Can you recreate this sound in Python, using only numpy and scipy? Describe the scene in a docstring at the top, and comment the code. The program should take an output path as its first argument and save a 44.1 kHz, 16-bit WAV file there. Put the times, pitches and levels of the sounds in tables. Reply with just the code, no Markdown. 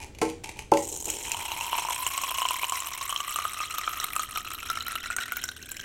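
"""In a kitchen, a plastic shaker bottle is brought up to a water dispenser and filled.
Ringing modes, a thump and a noise crack make it bump the stand; then the tap opens with a thump.
The stream first drums on the bare bottom, as filtered noise bursts, then plunges into the rising water.
Splashes throw spray, trap chirping bubbles and kick the air column, whose pitch mostly climbs as the bottle fills.
Finger slips and ticks, room echo, a low rumble of noise and a late, faint hum complete the scene."""
import sys
import numpy as np
from scipy import signal
from scipy.fft import rfft, irfft, next_fast_len
from scipy.io import wavfile
from scipy.ndimage import uniform_filter1d, map_coordinates

SR = 44100
rng = np.random.default_rng(int(sys.argv[2]) if len(sys.argv) > 2 else 0)


def generate_wav(sig):
    """Save sig (samples, or channels by samples) to the path in sys.argv[1] as 16-bit PCM at SR."""
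    pcm = np.round(np.clip(np.atleast_2d(sig).T, -1, 1) * 32767).astype(np.int16)
    wavfile.write(sys.argv[1], SR, pcm)


N = 257741  # length [samples]

TOP_HZ = 16100  # upper limit of the sound
FLOW_S = 0.742  # the tap opens

# how hard the stream churns the water: (time [s], level [dB])
CHURNING = [(1.0, -85), (1.08, -41.5), (1.31, -38), (1.79, -34.5), (2.08, -36), (2.44, -34), (2.9, -38.5),
            (4.03, -37), (4.18, -41.5), (5.19, -36), (5.64, -48), (5.84, -41)]
# colour of knocks and rubbing on plastic: (frequency [Hz], level [dB])
PLASTIC_COLOUR = [(240, -26), (400, -13.5), (670, -22), (867, -9), (1350, -30), (2290, -9.5), (3010, -15.5),
                  (3720, -22.5), (4070, -20.5), (5270, -22), (6320, -17), (10700, -24.5), (15000, -38)]


def stream():
    """Small splashes feed the column, bubbles, slaps and spray; bubble pitches spread as the water deepens."""
    # the slap of the stream on the water: (frequency [Hz], level [dB])
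    slap_colour = [(450, -34), (1000, -6), (1600, -1.5), (2800, 3.5), (4000, -1), (5500, 4), (12000, -31)]
    column_db, bubble_db, slap_db = -.5, -4, -8.5  # shares of the churning
    deep_s, shallow_db_per_s = 1.334, 84  # the air column is weaker before the water is deep
    short_s, short_db_per_s = 4.19, 2  # it weakens again once the column is short
    spray_db, spray_peak_s = -37, 1.97
    spray_rise_db_per_s, spray_fade_db_per_s = 10.5, 3  # spray grows, then fades as the fall shortens
    thinning_s, thinning_per_s = 2.1, .36  # from then on splashes come ever less often

    s, size_db = chance(rate=800, spread_db=6.5)
    happens = rng.random(len(s)) < np.exp(-thinning_per_s * (s - thinning_s))
    s, size_db = s[happens], size_db[happens]
    luck = 2 * rng.random((len(s), 7)) - 1

    column = steady(air_column(s, 1.12 * size_db + 3 * luck[:, 0]))

    # a bubble pinches off, and a droplet lands, some milliseconds from the splash
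    pinch_off = s + .003 * (1 + luck[:, 5])
    bubble_spread = np.interp(s, [1.5, 4.5], [.22, .43])
    bubble_hz = 2700 * np.exp(bubble_spread * luck[:, 2])
    gurgle = steady(bubbles(pinch_off, size_db + 6 * luck[:, 1], bubble_hz))

    landing = s + .003 * luck[:, 6]
    drop_hz = 8700 * np.exp(0.485 * luck[:, 4])
    drops = steady(spray(landing, size_db + 8 * luck[:, 3], drop_hz))
    slaps = steady(coloured(bursts(s, size_db, t60=0.0088), slap_colour))

    t = clock()
    shallow_loss = shallow_db_per_s * np.maximum(deep_s - t, 0)
    short_loss = short_db_per_s * np.maximum(t - short_s, 0)
    column_gain = amp(column_db - shallow_loss - short_loss)
    spray_gain = amp(spray_db - spray_rise_db_per_s * np.maximum(spray_peak_s - t, 0))
    spray_gain = spray_gain * envelope(FLOW_S, deep_s - FLOW_S, spray_peak_s, spray_fade_db_per_s)
    churned = column_gain * column + amp(bubble_db) * gurgle + amp(slap_db) * slaps
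    return gains(CHURNING)[0] * churned + spray_gain * drops


def loud_splashes():
    """The larger splashes, one by one: a drop strikes, then its crater closes and kicks the air again."""
    # (time [s], spray level [dB], air column level [dB], bubble level [dB],
    #  bubble pitch before its rise and small offset [Hz], spray pitch before its scatter [Hz])
    splash_list = [(0.9634, -19.5, -44, -53, 3330, 7000), (1.056, -12.5, -69, -51, 3550, 7140),
                   (1.1012, -10, -51, -37, 3200, 7160), (1.3177, -10, -40, -28.5, 2670, 7350),
                   (1.3454, -27, -27.5, -31, 3040, 6750), (1.5176, -20.5, -25.5, -26.5, 2820, 6260),
                   (1.6102, -21.5, -29, -28.5, 2710, 6700), (1.7298, -29, -18.5, -26.5, 2840, 7420),
                   (1.7523, -41, -24, -31, 2420, 7210), (1.7846, -27, -20, -28, 2620, 5430),
                   (1.8501, -38, -24, -37, 2750, 7500), (1.8864, -23, -23, -43, 2760, 7340),
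                   (1.9064, -21, -24, -46, 2680, 7400), (2.0657, -11, -24.5, -25.5, 2930, 7470),
                   (2.1778, -14, -25, -26, 2900, 8200), (2.2359, -34, -25.5, -29, 2680, 5380),
                   (2.3143, -28, -24, -35, 2700, 11300), (2.3845, -17, -25.5, -26.5, 2860, 7950),
                   (2.4186, -20, -21.5, -29, 2980, 15100), (2.4529, -51, -21.5, -25, 3100, 5300),
                   (2.4868, -14, -39, -26, 2850, 7830), (2.508, -16, -21.5, -29, 2900, 11800),
                   (2.6328, -26, -24, -25.5, 2400, 9140), (2.6433, -23, -28, -23.5, 2930, 9110),
                   (2.6958, -13.5, -44, -31, 3020, 7530), (2.7222, -15.5, -21, -34, 3170, 7900),
                   (2.803, -15, -36, -35.5, 3070, 7640), (2.871, -18, -37, -33, 2890, 13500),
                   (3.0942, -15, -29.5, -35, 3030, 9300), (3.1259, -31, -24, -36, 3160, 6170),
                   (3.1615, -21, -30.5, -22.5, 3220, 5500), (3.2032, -19.5, -26, -30.5, 2960, 6440),
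                   (3.3595, -14, -23.5, -29, 2870, 8900), (3.3874, -20, -21.5, -35, 2250, 6440),
                   (3.452, -23, -20, -33, 2920, 8140), (3.6038, -31, -25.5, -29.5, 2500, 8440),
                   (3.7831, -12.5, -28, -32, 3680, 12700), (3.8766, -42, -19.5, -32, 2360, 6940),
                   (4.0004, -14, -30, -28.5, 3900, 6010), (4.0422, -12, -26.5, -27, 3800, 12200),
                   (4.1336, -18, -45, -30.5, 2430, 14600), (4.1634, -13.5, -21.5, -30, 2600, 7850),
                   (4.1948, -15, -23, -36, 3350, 6680), (4.359, -22.5, -25.5, -30.5, 3020, 5730),
                   (4.3742, -17, -29.5, -26, 2440, 12700), (4.7007, -16, -23.5, -31.5, 3960, 5290),
                   (4.7725, -21.5, -24.5, -36, 2180, 5440), (4.8822, -17, -32, -32, 1890, 12000),
                   (4.9549, -20.5, -26, -30, 3780, 12000), (5.1023, -23.5, -24, -44, 2290, 8100),
                   (5.165, -12.5, -31, -36, 1900, 6700), (5.185, -30, -23, -32, 2280, 7600),
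                   (5.321, -16.5, -24, -29, 2160, 12200), (5.369, -13, -29, -37, 3940, 15400),
                   (5.439, -11, -32, -35, 2030, 5660), (5.4891, -20, -30, -32.5, 3860, 5800),
                   (5.7166, -17, -40, -54, 2160, 7730), (5.7677, -22, -58, -33.5, 2450, 5500)]
    collapse_s, collapse_db = 0.004507, -6  # delay before random stretching; change of the second kick
    s, spray_db, column_db, bubble_db, bubble_hz, spray_hz = np.transpose(splash_list)
    closing = s + collapse_s * rng.uniform(0.624, 1.384, len(s))
    first_kick = air_column(s, column_db + 6.5)
    second_kick = air_column(closing, column_db + 3.5 + collapse_db)
    ringing = bubbles(s, bubble_db + 10, bubble_hz)
    return first_kick + second_kick + ringing + spray(s, spray_db - 3.5, spray_hz)


def chirps():
    """Some bubbles ring on longer while they rise, each a clear upward chirp, at random moments."""
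    s, size_db = chance(rate=26, spread_db=4)
    hz = 3054 * np.exp(0.255 * rng.uniform(-0.914, 1, len(s)))
    t60 = np.full(len(s), 0.0256)
    ring = pings(s, size_db + 2.5, hz, t60, glide=0.38, attack=0.0018, size=1600)
    return gains(CHURNING)[0] * ring


def air_column(times, db):
    """Splashes kick the air above the water, whose rocking surface bends the note; a wall mode adds a little."""
    # the air column's middle note: (time [s], pitch [Hz])
    column_note = [(.9, 834), (1.35, 927), (1.6, 947), (1.9, 967), (2.15, 1058), (2.65, 1020), (2.95, 1072),
                   (3.3, 1191), (3.8, 1252), (4.4, 1257), (4.7, 1342), (5.3, 1448), (5.84, 1630)]
    luck = rng.standard_normal((len(times), 3)).clip(-2, 2)
    hz = np.interp(times, *np.transpose(column_note)) * np.exp(.025 * luck[:, 0])
    t60 = 0.034 * np.exp(0.083 * luck[:, 1])
    air = pings(times, db, hz, t60, glide=0.0055, attack=.0001, size=2200)
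    wall_hz = 715 * np.exp(0.05 * luck[:, 2])
    wall_t60 = np.full(len(times), .026)
    wall = pings(times, db - 17.5, wall_hz, wall_t60, glide=0, attack=0.00007, size=1200)
    return air + wall


def bubbles(times, db, hz):
    """Trapped bubbles ring briefly and chirp upward as they near the surface."""
    t60 = 31 / hz * np.exp(.5 * rng.uniform(-1, 1, len(times)))
    return pings(times, db, hz * 0.9605, t60, glide=0.21, attack=0.0001, size=1000)


def spray(times, db, hz, count=3):
    """A droplet snaps and rattles between the walls, beside a quick cluster of tiny, mostly weakening bubbles."""
    luck = rng.uniform(-1, 1, (len(times), 3, count))
    turn = np.arange(count)
    born = times[:, None] + 0.0021 * turn * (1 + .5 * luck[:, 0])
    # the first bubble keeps the given pitch; later ones scatter around it
    pitch = hz[:, None] * np.exp(0.417 * luck[:, 1] * (turn > 0))
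    pitch = np.minimum(pitch, TOP_HZ).ravel()
    size_db = db[:, None] - 4.1 * turn + 2 * luck[:, 2]
    fizz = pings(born.ravel(), size_db.ravel(), pitch * .96, 58 / pitch, glide=0.2, attack=0.000043, size=450)
    snap = bursts(times, db - 9.5, t60=0.0052)
    rattle = bursts(times, db - 19.0, t60=0.047)
    return fizz + snap + rattle


def patter():
    """Drops drum on the bare plastic and burst into spray, muffled as water covers it."""
    # the bare bottom's answer to a drop: (frequency [Hz], level [dB])
    bottom_colour = [(150, -1), (330, 12), (500, 10), (680, -3), (920, 2.5), (1250, -26.5), (1900, -19.5),
                     (2900, -10), (4200, -16.5), (7100, -5.5), (10000, -11), (16000, -18.5)]
    attack_s, covered_s, cover_db_per_s = .06, 1.17, 37
    s, size_db = chance(rate=600, spread_db=4.5)
    drumming = steady(coloured(bursts(s, size_db, t60=0.002), bottom_colour))
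    spray_hz = 7000 * np.exp(0.16 * rng.standard_normal(len(s)))
    spatter = steady(coloured(spray(s, size_db, spray_hz), bottom_colour))
    gain = amp(-37.5) * envelope(FLOW_S, attack_s, covered_s, cover_db_per_s)
    return gain * (drumming + amp(-1) * spatter)


def knocks():
    """Each knock rings the stand's modes, mixed by where it lands, with a dull thump and a crack."""
    # (time [s], ring level [dB], crack level [dB], thump level [dB],
    #  place [0 = side of the stand, 1 = tap])
    knock_list = [(0.2153, -23, -25.5, -24, 0.02), (0.7195, -16, -43, 3, 0.82),
                  (1.077, -41.5, -60, -29, 0.24)]
    # modes of the dispenser and its stand: (frequency [Hz], time to fall 60 dB [s],
    #  level when bumped [dB], level when the tap opens [dB])
    stand_modes = [(202, 0.42, -24, -36), (262, 0.18, -9, -15.5), (318.5, 0.25, -0.5, -9),
                   (386, 0.046, 7, 6.5), (435.6, 0.15, 3.5, -13), (473.7, 0.32, 0, -12),
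                   (565, 0.2, -12.5, 2), (730, 0.066, 0.5, -14), (793, 0.32, -20.5, -14),
                   (837, 0.029, 8, 13), (879, 0.14, -1, -4), (1024, 0.053, 3.5, 0.5),
                   (1092, 0.107, -5, -32), (1328, .12, -7.5, -15), (1553, .12, -12.5, -25),
                   (2530, .06, -20, -27)]
    hz, t60, bump_db, tap_db = np.transpose(stand_modes)
    out = np.zeros(N)
    for s, db, crack_db, thump_db, at_tap in knock_list:
        mode_db = bump_db + np.clip(at_tap, 0, 1) * (tap_db - bump_db)
        arrival = s + rng.uniform(0, 0.00189, len(hz))  # the blow takes a moment to spread
        out += pings(arrival, db + mode_db, hz, t60, glide=0, attack=0.001, size=18000)
        time = np.array([s])
        out += pings(time, np.array([thump_db]), np.array([680]), np.array([.011]),
                     glide=0, attack=0.0015, size=1500)
        crack = bursts(time, np.array([crack_db + 22.5]), t60=0.058, size=5000)
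        out += coloured(crack, PLASTIC_COLOUR)
    return out


def handling():
    """Skin slips on the empty bottle and faintly sounds its air column, with a few sharper ticks."""
    # fingers shift on the bottle: (time [s], length [s], level [dB])
    grip_list = [(0.0, 0.044, -42.5), (0.234, 0.06, -41.5), (0.435, 0.071, -44), (0.557, 0.035, -44.5)]
    # small plastic ticks of bottle and lever: (time [s], level [dB])
    tick_list = [(0.0157, -34), (0.0632, -38), (0.149, -34.5), (0.186, -27), (0.2294, -22), (0.299, -24.5),
                 (0.4373, -29.5), (0.4418, -19.5), (0.4917, -21.5), (0.5913, -21), (0.6222, -33.5),
                 (0.649, -46), (0.717, -19), (0.737, -16.5), (0.772, -14.5)]
    # the air in the empty bottle: (frequency [Hz], time to fall 60 dB [s], level [dB])
    hollow_modes = [(878, 0.063, -6), (2430, 0.026, -10)]
    attack_s, release_db_per_s = 0.0027, 416

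    rub = np.zeros(N)
    for start, length, grip_db in grip_list:
        rub += amp(grip_db) * envelope(start, attack_s, start + length, release_db_per_s)
    slip_times, slip_db = chance(rate=560, spread_db=8.0)
    slips = rub * steady(coloured(bursts(slip_times, slip_db, t60=0.0065), PLASTIC_COLOUR))

    drive = rub * rng.standard_normal(N)
    t = clock()[:SR // 4]
    hollow = np.zeros(N)
    for hz, t60, mode_db in hollow_modes:
        ring = np.sin(2 * np.pi * hz * t) * np.exp(-np.log(1000) * t / t60)
        hollow += amp(mode_db) * signal.fftconvolve(drive, ring / np.linalg.norm(ring))[:N]

    s, db = np.transpose(tick_list)
    ticks = coloured(bursts(s, db + 12, t60=0.028), PLASTIC_COLOUR) + air_column(s, db - 29)
    return amp(-3.5) * slips + hollow + ticks


def room(x):
    """The tiled kitchen answers with decaying noise, 5 ms late, its fading time set by frequency."""
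    # (frequency [Hz], time to fall 60 dB [s])
    kitchen_decay = [(150, 0.55), (500, 0.27), (2000, 0.31), (8000, 0.4), (16000, 0.047)]
    hz, t, z = signal.stft(rng.standard_normal(SR // 2), SR, nperseg=256)
    fading = amp(-60 * t / along(kitchen_decay, hz)[:, None])
    tail = signal.istft(z * fading, SR, nperseg=256)[1]
    delayed = np.pad(tail, (SR // 200, 0))
    return signal.fftconvolve(x, delayed / np.linalg.norm(tail))[:N]


def background():
    """A low rumble of coloured noise fills the kitchen; late on, a faint wavering sine hum drifts in."""
    # colour of the rumble: (frequency [Hz], level [dB])
    ambient_colour = [(20, -5), (45, -0.5), (85, -0.5), (150, -10), (230, -13), (350, -9.5), (550, -19),
                      (1000, -29.5), (3000, -31.5), (8000, -44), (16000, -52)]
    # rumble level before a fixed boost: (time [s], level [dB])
    rumble_level = [(0.0, -50.5), (0.39, -50.5), (2.67, -60), (4.63, -55.5), (4.7, -54.5), (5.34, -56.5),
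                    (5.84, -55.5)]
    hum_hz, hum_waver, hum_db = 250, 0.025, -60  # waver as a share of the pitch
    hum_start_s, hum_attack_s = 4.08, 0.51
    t = clock()
    noise = unit(coloured(rng.standard_normal(N), ambient_colour))
    rumble = amp(3.5) * gains(rumble_level)[0] * noise
    # smooth random curve through four points a second
    waver = map_coordinates(rng.standard_normal(size=32), [t * 4], mode="mirror")
    phase = 2 * np.pi * np.cumsum(hum_hz * (1 + hum_waver * waver)) / SR
    hum = amp(hum_db) * np.clip((t - hum_start_s) / hum_attack_s, 0, 1) * np.sin(phase)
    return rumble + hum


def pings(times, db, hz, t60, glide, attack, size):
    """Damped sines: they fall 60 dB in t60 while their pitch rises by the share glide."""
    t = np.arange(size) / SR
    age = t / t60[:, None]
    phase = 2 * np.pi * hz[:, None] * t * (1 + glide * np.minimum(age, 2) / 2)
    shape = np.exp(-np.log(1000) * age) * (1 - np.exp(-t / attack))
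    return place(times, amp(db)[:, None] * np.sin(phase) * shape)


def bursts(times, db, t60, size=600):
    """Short cracks of noise that die away evenly in dB."""
    decay = np.exp(-np.log(1000) * np.arange(size) / SR / t60)
    noise = rng.standard_normal((len(times), size))
    return place(times, amp(db)[:, None] * decay * noise)


def place(times, grains):
    """Sum of one grain (row) at each time."""
    start = np.round(times * SR).astype(int).clip(0)
    index = start[:, None] + np.arange(grains.shape[1])
    return np.bincount(index.ravel(), grains.ravel(), N)[:N]


def chance(rate, spread_db):
    """Random times (rate per second) and bell-curve sizes (dB, capped above) of irregular impacts."""
    times = np.sort(rng.uniform(0, N / SR, int(rate * N / SR)))
    return times, spread_db * np.minimum(rng.standard_normal(len(times)), 1.7)


def coloured(x, points, size=8192):
    """x through a filter with the given spectrum that never sounds ahead of its input."""
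    spectrum = amp(along(points, np.fft.rfftfreq(size, 1 / SR)))
    cepstrum = irfft(np.log(spectrum + 1e-6))
    # folding the cepstrum forward gives minimum phase
    cepstrum[1:size // 2] *= 2
    cepstrum[size // 2 + 1:] = 0
    return signal.fftconvolve(x, irfft(np.exp(rfft(cepstrum))))[:N]


def steady(x):
    """x with its slow level, over a quarter second, held near rms 1."""
    return x / np.sqrt(np.abs(uniform_filter1d(x ** 2, SR // 4)) + 1e-12)


def unit(x):
    """x scaled to rms 1."""
    return x / np.sqrt(np.mean(x ** 2) + 1e-20)


def amp(db):
    """Decibels to an amplitude factor."""
    return 10 ** (np.asarray(db) / 20)


def along(points, hz):
    """Values between (Hz, value) points on a log axis."""
    f, v = np.transpose(points)
    return np.interp(np.log(hz + 1), np.log(f), v)


def gains(rows):
    """One gain per sample for each dB column, at -120 dB before the first row."""
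    s, *cols = np.transpose(rows)
    return np.array([amp(np.interp(clock(), s, c, left=-120)) for c in cols])


def clock():
    """The time of every sample [s]."""
    return np.arange(N) / SR


def envelope(start, attack, end, release_db_per_s):
    """A gain that rises from start, holds until end, then dies away."""
    t = clock()
    return np.clip((t - start) / attack, 0, 1) * amp(-release_db_per_s * np.maximum(t - end, 0))


def scene():
    """Water coloured by the bottle, plastic noises, their room echoes and the background."""
    # the bottle's colour on the water: (frequency [Hz], level [dB])
    bottle_colour = [(140, -35), (300, -10), (560, -10), (720, -4), (1450, -1), (1850, -2.5), (2300, -2),
                     (3200, 2.5), (3500, -3), (4100, 4), (4500, -8.5), (5100, -8.5), (5400, -1), (6000, -2),
                     (8600, 3), (9500, -2.5), (12500, 3.5), (16000, -2)]
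    water = coloured(loud_splashes() + stream() + chirps() + patter(), bottle_colour)
    plastic = knocks() + handling()
    echoes = amp(-16.0) * room(water) + amp(-8.0) * room(plastic)
    return (water + plastic + echoes + background())[None]


def record(dry):
    """Removes everything from the upper limit on."""
    size = next_fast_len(N + SR // 2)
    kept = np.fft.rfftfreq(size, 1 / SR) < TOP_HZ
    return irfft(rfft(dry, size) * kept, size)[:, :N]


dry = scene()
out = record(dry)
generate_wav(out)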